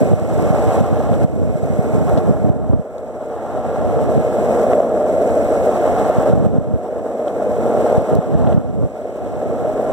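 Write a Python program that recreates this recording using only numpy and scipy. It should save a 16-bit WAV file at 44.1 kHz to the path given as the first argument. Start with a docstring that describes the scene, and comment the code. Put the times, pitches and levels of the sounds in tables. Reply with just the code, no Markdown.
"""Small hard wheels roll fast over rough asphalt, heard at the two microphone ports of a hand-held camera.
Random clicks stand for stones knocking board, wheels and grit; each layer rings them in its own resonances.
Larger bumps push the board and grit snaps as short noise bursts; headwind buffets mostly the right port.
The camera subtracts each port, late, from the other to widen the stereo; its gain control ducks
at loud peaks and creeps back up."""
import sys
import numpy as np
from scipy import signal
from scipy.fft import rfft, irfft, next_fast_len
from scipy.io import wavfile
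from scipy.ndimage import uniform_filter1d

SR = 44100
rng = np.random.default_rng(int(sys.argv[2]) if len(sys.argv) > 2 else 0)


def master(y):
    """Save y as 16-bit WAV."""
    cut = np.clip(np.atleast_2d(y).T, -1, 1)
    pcm = np.round(cut * 32767)  # scale
    wavfile.write(sys.argv[1], SR, pcm.astype(np.int16))


N = 437472
T_S = np.arange(N) / SR
SIZE = next_fast_len(N + SR // 2)  # FFT length, with room for tails
HZ = np.maximum(np.arange(SIZE // 2 + 1) * SR / SIZE, 1e-3)  # FFT bins, kept above zero


def undb(db):
    """Gain of a level in dB."""
    return 10 ** (np.asarray(db) / 20)


def unit(x):
    """Scale to rms 1."""
    return x / np.sqrt(np.mean(x ** 2))


def curves(table):
    """Columns of a table joined by straight lines in time."""
    start_s, *columns = np.transpose(table)
    return [np.interp(T_S, start_s, column) for column in columns]


def ring(x, modes, low_hz, high_hz, order=2):
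    """Side-by-side resonances of alternating sign, with skirts below low_hz and above high_hz."""
    gain = 0
    for k, (pitch_hz, width_hz, level_db) in enumerate(modes):
        detune = (HZ / pitch_hz - pitch_hz / HZ) * pitch_hz / width_hz
        gain = gain + (-1) ** k * undb(level_db) / (1 + 1j * detune)
    low_skirt = 1 / (1 + low_hz / (1j * HZ))
    high_skirt = 1 / (1 + 1j * HZ / high_hz)
    spectrum = rfft(x, SIZE) * gain * (low_skirt * high_skirt) ** order
    return irfft(spectrum, SIZE)[..., :N]


def walk(rate_hz):
    """Random levels held 1 / rate_hz and slewed, without slow drift; rms 1."""
    hold = int(SR / rate_hz)
    steps = np.repeat(rng.standard_normal(N // hold + 1), hold)
    slewed = uniform_filter1d(uniform_filter1d(steps, hold), hold // 2)[:N]
    return unit(slewed - uniform_filter1d(slewed, SR // 7))


def knocks(rate_hz, spread_db):
    """Clicks at random moments, either sign, a few much larger than the rest; rms 1."""
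    struck = rng.random(N) < rate_hz / SR
    boost_db = spread_db * np.minimum(rng.exponential(size=N), 5)
    return unit(struck * rng.standard_normal(N) * undb(boost_db))


def rung_knocks(rate_hz, spread_db, modes, low_hz, high_hz):
    """Two independent streams of knocks ringing the same resonances, each at rms 1."""
    return [unit(ring(knocks(rate_hz, spread_db), modes, low_hz, high_hz)) for _ in range(2)]


def place(table, gains):
    """One click for each row of an event table."""
    clicks = np.zeros(N)
    np.add.at(clicks, (np.array(table)[:, 0] * SR).astype(int), gains)
    return clicks


def at_ports(near, far, likeness, pan_db):
    """Two ports sharing a sound in part; negative likeness pushes one as it pulls the other; pan_db is left/right."""
    right = likeness * near + np.sqrt(1 - likeness ** 2) * far
    return np.array([near, right]) * undb(np.array([[pan_db], [-pan_db]]) / 2)


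# resonances of light wind: pitch_hz, width_hz, level_db (relative)
BREEZE_MODES = [(67, 102, 3), (158, 134, -2), (510, 284, -30)]


def breeze():
    """Small eddies burst at each port alone; one slow level moves both."""
    return np.array(rung_knocks(900, 1.2, BREEZE_MODES, 23, 2400)) * undb(-28.5 + 1.8 * walk(9))


# gusts on the right port: start_s, end_s (both at half height), level_db
GUST_SPANS = [(0, .14, -10.5), (.14, 0.757, -17.5), (.39, 0.466, -14), (0.764, 1.31, -12.5),
              (1.31, 1.52, -9.5), (1.52, 1.92, -15.5), (1.933, 2.527, -7.5), (2.53, 2.812, -5),
              (3.45, 4.55, -25), (3.78, 4.198, -17.5), (5.8, 6.253, -25.5), (6.293, 6.767, -5),
              (6.77, 7.05, -21), (7.445, 8.1, -21), (8.114, 8.216, -8.5), (8.265, 8.871, -4.5),
              (9.2, 9.698, -20)]
GUST_RISE_S, GUST_FALL_S = 0.032, 0.024


def gust_envelope():
    """Each gust swells, holds and drops away; overlapping gusts add."""
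    total = np.zeros(N)
    for start_s, end_s, level_db in GUST_SPANS:
        rise = (T_S - start_s) / GUST_RISE_S + .5
        fall = (end_s - T_S) / GUST_FALL_S + .5
        total += undb(level_db) * np.clip(np.minimum(rise, fall), 0, 1)
    return total


# resonances of gusty wind: pitch_hz, width_hz, level_db (relative)
EDDY_MODES = [(56.3, 44.5, -1.5), (130, 143, -0.5), (246, 270.4, -6), (647, 330, -19), (1230, 280, -36.5)]


def gusts():
    """Flickering eddies burst at one port under the gust envelope."""
    eddies = knocks(900, 1.58) * undb(2.44 * walk(20))
    return unit(ring(eddies, EDDY_MODES, 36.3, 1700)) * gust_envelope()


# strongest eddies: start_s, level_db (pulse centre), port (0 left, 1 right)
THUMP_EVENTS = [(.018, 0.5, 1), (.137, -2.5, 1), (.409, -6, 1), (0.427, -11.5, 0), (.507, 1, 1),
                (.811, 0.5, 1), (1.114, -1.5, 1), (1.248, 6, 1), (1.557, 1, 1), (1.633, -1, 1),
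                (1.704, -3, 1), (1.793, 4, 1), (2.017, 0, 1), (2.186, 3, 1), (2.308, 7.5, 1), (2.447, 5, 1),
                (2.502, 13, 1), (2.565, 5, 1), (2.698, 7, 1), (2.797, 6, 1), (6.185, 1.5, 1), (6.336, 9, 1),
                (6.467, 9.5, 1), (6.586, 14, 1), (6.74, 8, 1), (7.981, 5.5, 0), (8.122, -3, 0),
                (8.189, 9, 1), (8.353, 8, 1), (8.443, 5, 1), (8.548, 7, 1), (8.579, 12.5, 1)]


def thumps():
    """Suction, push, suction (or the reverse) as a strong eddy sweeps past one port."""
    _, level_db, port = np.transpose(THUMP_EVENTS)
    strength = np.sign(rng.standard_normal(len(port))) * undb(level_db)
    u = np.arange(-700, 701) / SR / 0.0017  # time in pulse widths of 1.7 ms
    pulse = (1 - u ** 2 + 0.33 * u) * np.exp(-u ** 2 / 2)
    blows = [place(THUMP_EVENTS, strength * (port == p)) for p in range(2)]
    return np.array([signal.fftconvolve(blow, pulse, "same") for blow in blows])


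def wind():
    """Breeze on both ports, gusts on the right, strong thumps on top."""
    ports = breeze()
    ports[1] += gusts()
    return ports + thumps()


# grit snapping under a wheel: start_s, peak_db, pitch_hz, width_octaves, decay_s (to 1/e)
SNAP_EVENTS = [(.423, -30, 7400, 1.5, .002), (1.140, -30, 2700, 1.2, .001), (2.095, -28, 6500, 2.2, .002),
               (2.174, -20, 1500, 3.4, .009), (2.982, -28, 4500, 1.3, .0008), (4.733, -13, 1100, 2., .001),
               (7.281, -23, 2300, 1.4, .001), (8.152, -19, 7500, 2.2, .001), (8.472, -22, 2000, 1.3, .0012),
               (8.527, -22, 1500, 1.8, .002), (8.579, -20, 1300, 1.3, .0012)]


def snaps():
    """Each snap is a decaying burst of noise, filtered to a band around its own pitch."""
    size = 1500
    out = np.zeros((2, N + size))
    for start_s, peak_db, pitch_hz, width_octaves, decay_s in SNAP_EVENTS:
        half_band = 2 ** (width_octaves / 2)
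        edges_hz = [pitch_hz / half_band, min(pitch_hz * half_band, 20000)]
        band = signal.butter(3, edges_hz, "bandpass", fs=SR)
        burst = rng.standard_normal((2, size)) * np.exp(-np.arange(size) / SR / decay_s)
        snap = signal.lfilter(*band, burst)
        start = int(start_s * SR)
        out[:, start:start + size] += snap * undb(peak_db) / np.abs(snap).max()
    return out[:, :N]


# larger stones and seams knocking the board: start_s, peak_db
BUMP_EVENTS = [(.775, -8), (2.172, 0), (4.087, -9), (4.298, -10.5), (4.730, 0), (4.800, 2), (6.095, -1),
               (7.654, -7.5), (7.746, -2.5), (7.924, -1), (9.601, -11)]
# board resonances, for bumps and rumble: pitch_hz, width_hz, level_db (relative)
BOARD_MODES = [(232.6, 61.4, -6), (347, 89, -7), (462.4, 84, -1.5), (618.3, 57, 1), (723, 49.4, -7)]


def bumps():
    """A bigger stone gives the board a soft push; both ports hear it alike."""
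    shape = ring(np.hanning(40), BOARD_MODES, 400, 1000)[:3000]
    strength = undb(np.array(BUMP_EVENTS)[:, 1]) / np.abs(shape).max()
    return signal.fftconvolve(place(BUMP_EVENTS, strength), shape)[:N]


def board_rumble(level_db):
    """Road texture knocks the board into its low resonances, nearly alike at both ports."""
    board = rung_knocks(4004, 0.5, BOARD_MODES, 69, 646)
    return undb(level_db) * at_ports(*board, 0.99, -0.48)


# wheel resonances: pitch_hz, width_hz, level_db (relative)
WHEEL_MODES = [(738, 63.4, 10), (908, 101, 1.5), (1005, 181, -2.5), (1392, 130, -5), (1605, 235, -11)]


def wheel_growl(level_db):
    """Stones knock the hard wheels, which ring above the board."""
    wheels = rung_knocks(6070, 2.64, WHEEL_MODES, 650, 1370)
    return undb(level_db) * at_ports(*wheels, 0.97, -0.45)


# whirr resonances: pitch_hz, width_hz, level_db (relative)
WHIRR_MODES = [(1370, 500, 1.5), (1670, 470, 0.5), (2100, 220, 1.5), (2494, 300, -5)]


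def whirr(level_db):
    """Dense knocks ring a middle band, partly opposed at the ports and louder on the right."""
    whirring = rung_knocks(6790, 1.2, WHIRR_MODES, 770, 3100)
    return undb(level_db) * at_ports(*whirring, -0.39, -13)


# scrape resonances: pitch_hz, width_hz, level_db (relative)
SCRAPE_MODES = [(2590, 390, 13), (4340, 3300, 0.5)]


def scrape(level_db):
    """Denser knocks ring an upper band, mostly separate at the ports."""
    scraping = rung_knocks(9400, 1.9, SCRAPE_MODES, 1600, 16000)
    return undb(level_db) * at_ports(*scraping, 0.13, -.6)


# grit resonances: pitch_hz, width_hz, level_db (relative)
GRIT_MODES = [(5200, 4200, -4), (7596, 750, 9), (10400, 9800, -4.5), (17000, 3700, -10.5)]


def grit_hiss(level_db):
    """The densest knocks blur into hiss, almost separate at the ports."""
    left, right = rung_knocks(11460, 2.4, GRIT_MODES, 850, 37000)
    right = unit(signal.lfilter([1, .35], 1, right))  # the right port is shaded from the finest hiss
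    return undb(level_db) * at_ports(left, right, 0.089, 1.6)


# rolling: start_s, rumble_db, hiss_db, growl_db (re rumble), scrape_db (re hiss)
ROAD_LEVELS = [(0, -18, -45.5, -16.5, -6), (.21, -23, -49.5, -10, -4.5), (.4, -20, -46.5, -10.5, -5),
               (.77, -20, -45, -5.5, -3), (1.1, -20, -50, -10, -2), (1.45, -19.5, -48.5, -17, -7),
               (2.1, -17.5, -44.5, -8.5, -9), (2.6, -16.5, -50.5, -12.5, -12), (3.0, -19, -50.5, -13, -10),
               (3.6, -18, -50, -8, -3), (4.3, -19, -50.5, -13.5, -4), (4.55, -14, -46, -13.5, -9),
               (4.85, -14.5, -50, -14, -9), (5.3, -15.5, -48, -17.5, -8.5), (6.1, -17, -46.5, -7.5, -3),
               (6.6, -13.5, -48, -14, -5), (7.4, -13.5, -47.5, -15, -8.5), (7.9, -14, -46, -12.5, -3.5),
               (8.5, -14, -48, -10, -0.5), (8.8, -17, -48, -15.5, -6), (9.3, -16.5, -49, -13.5, -3),
               (9.92, -15.5, -50.5, -14.5, -7)]
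WHIRR_DB = 1.5  # re hiss


def rolling():
    """The road texture knocks board and wheels; coarse patches make all layers flicker together."""
    rumble_db, hiss_db, growl_db, scrape_db = curves(ROAD_LEVELS)
    patch, grain = walk(34), walk(70)
    flicker_db = 0.68 * patch + 0.48 * grain
    return (board_rumble(rumble_db + .5 * patch)
            + wheel_growl(rumble_db + growl_db + 0.98 * patch)
            + whirr(hiss_db + WHIRR_DB + 0.72 * flicker_db)
            + scrape(hiss_db + scrape_db + 0.67 * flicker_db)
            + grit_hiss(hiss_db + flicker_db))


def scene():
    """Sound pressure at the left and right port."""
    return rolling() + bumps() + snaps() + wind()


# share of each port taken from the other: pitch_hz, share (0-1)
CROSS_SHARE = [(100, .83), (1000, .84), (2300, .76), (4660, .95), (6960, .93), (9300, .62), (16000, .56)]
CROSS_LAG_SAMPLES = 19


def widen(x):
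    """Subtract each port, late and weighted by frequency, from the other."""
    share = np.clip(np.interp(HZ, *np.transpose(CROSS_SHARE)), 0, 1)
    lag = np.exp(-2j * np.pi * HZ * CROSS_LAG_SAMPLES / SR)
    return x - irfft(rfft(x[::-1], SIZE) * share * lag, SIZE)[:, :N]


CEILING_DB, RECOVER_DB_PER_S, SMOOTH_S = -1.5, 10, 0.0045


def gain_control(x):
    """A peak over the ceiling quickly pulls both channels down; the gain climbs back at a steady rate."""
    room_db = np.minimum(CEILING_DB - 20 * np.log10(np.abs(x).max(axis=0) + 1e-9), 0)
    climb_db = RECOVER_DB_PER_S * T_S
    gain_db = climb_db + np.minimum.accumulate(room_db - climb_db)
    return x * undb(uniform_filter1d(gain_db, int(SMOOTH_S * SR)))


TOP_HZ = 15740


def record(dry):
    """Rumble cut, stereo widening, gain control, rounded peaks, top cut."""
    low_cut = signal.butter(4, 44, "highpass", fs=SR, output="sos")
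    top_cut = signal.ellip(14, .3, 80, TOP_HZ, fs=SR, output="sos")
    wide = gain_control(widen(signal.sosfilt(low_cut, dry)))
    soft = wide / (1 + np.abs(wide) ** 14) ** (1 / 14)
    return signal.sosfilt(top_cut, soft)


dry = scene()
out = record(dry)
master(out)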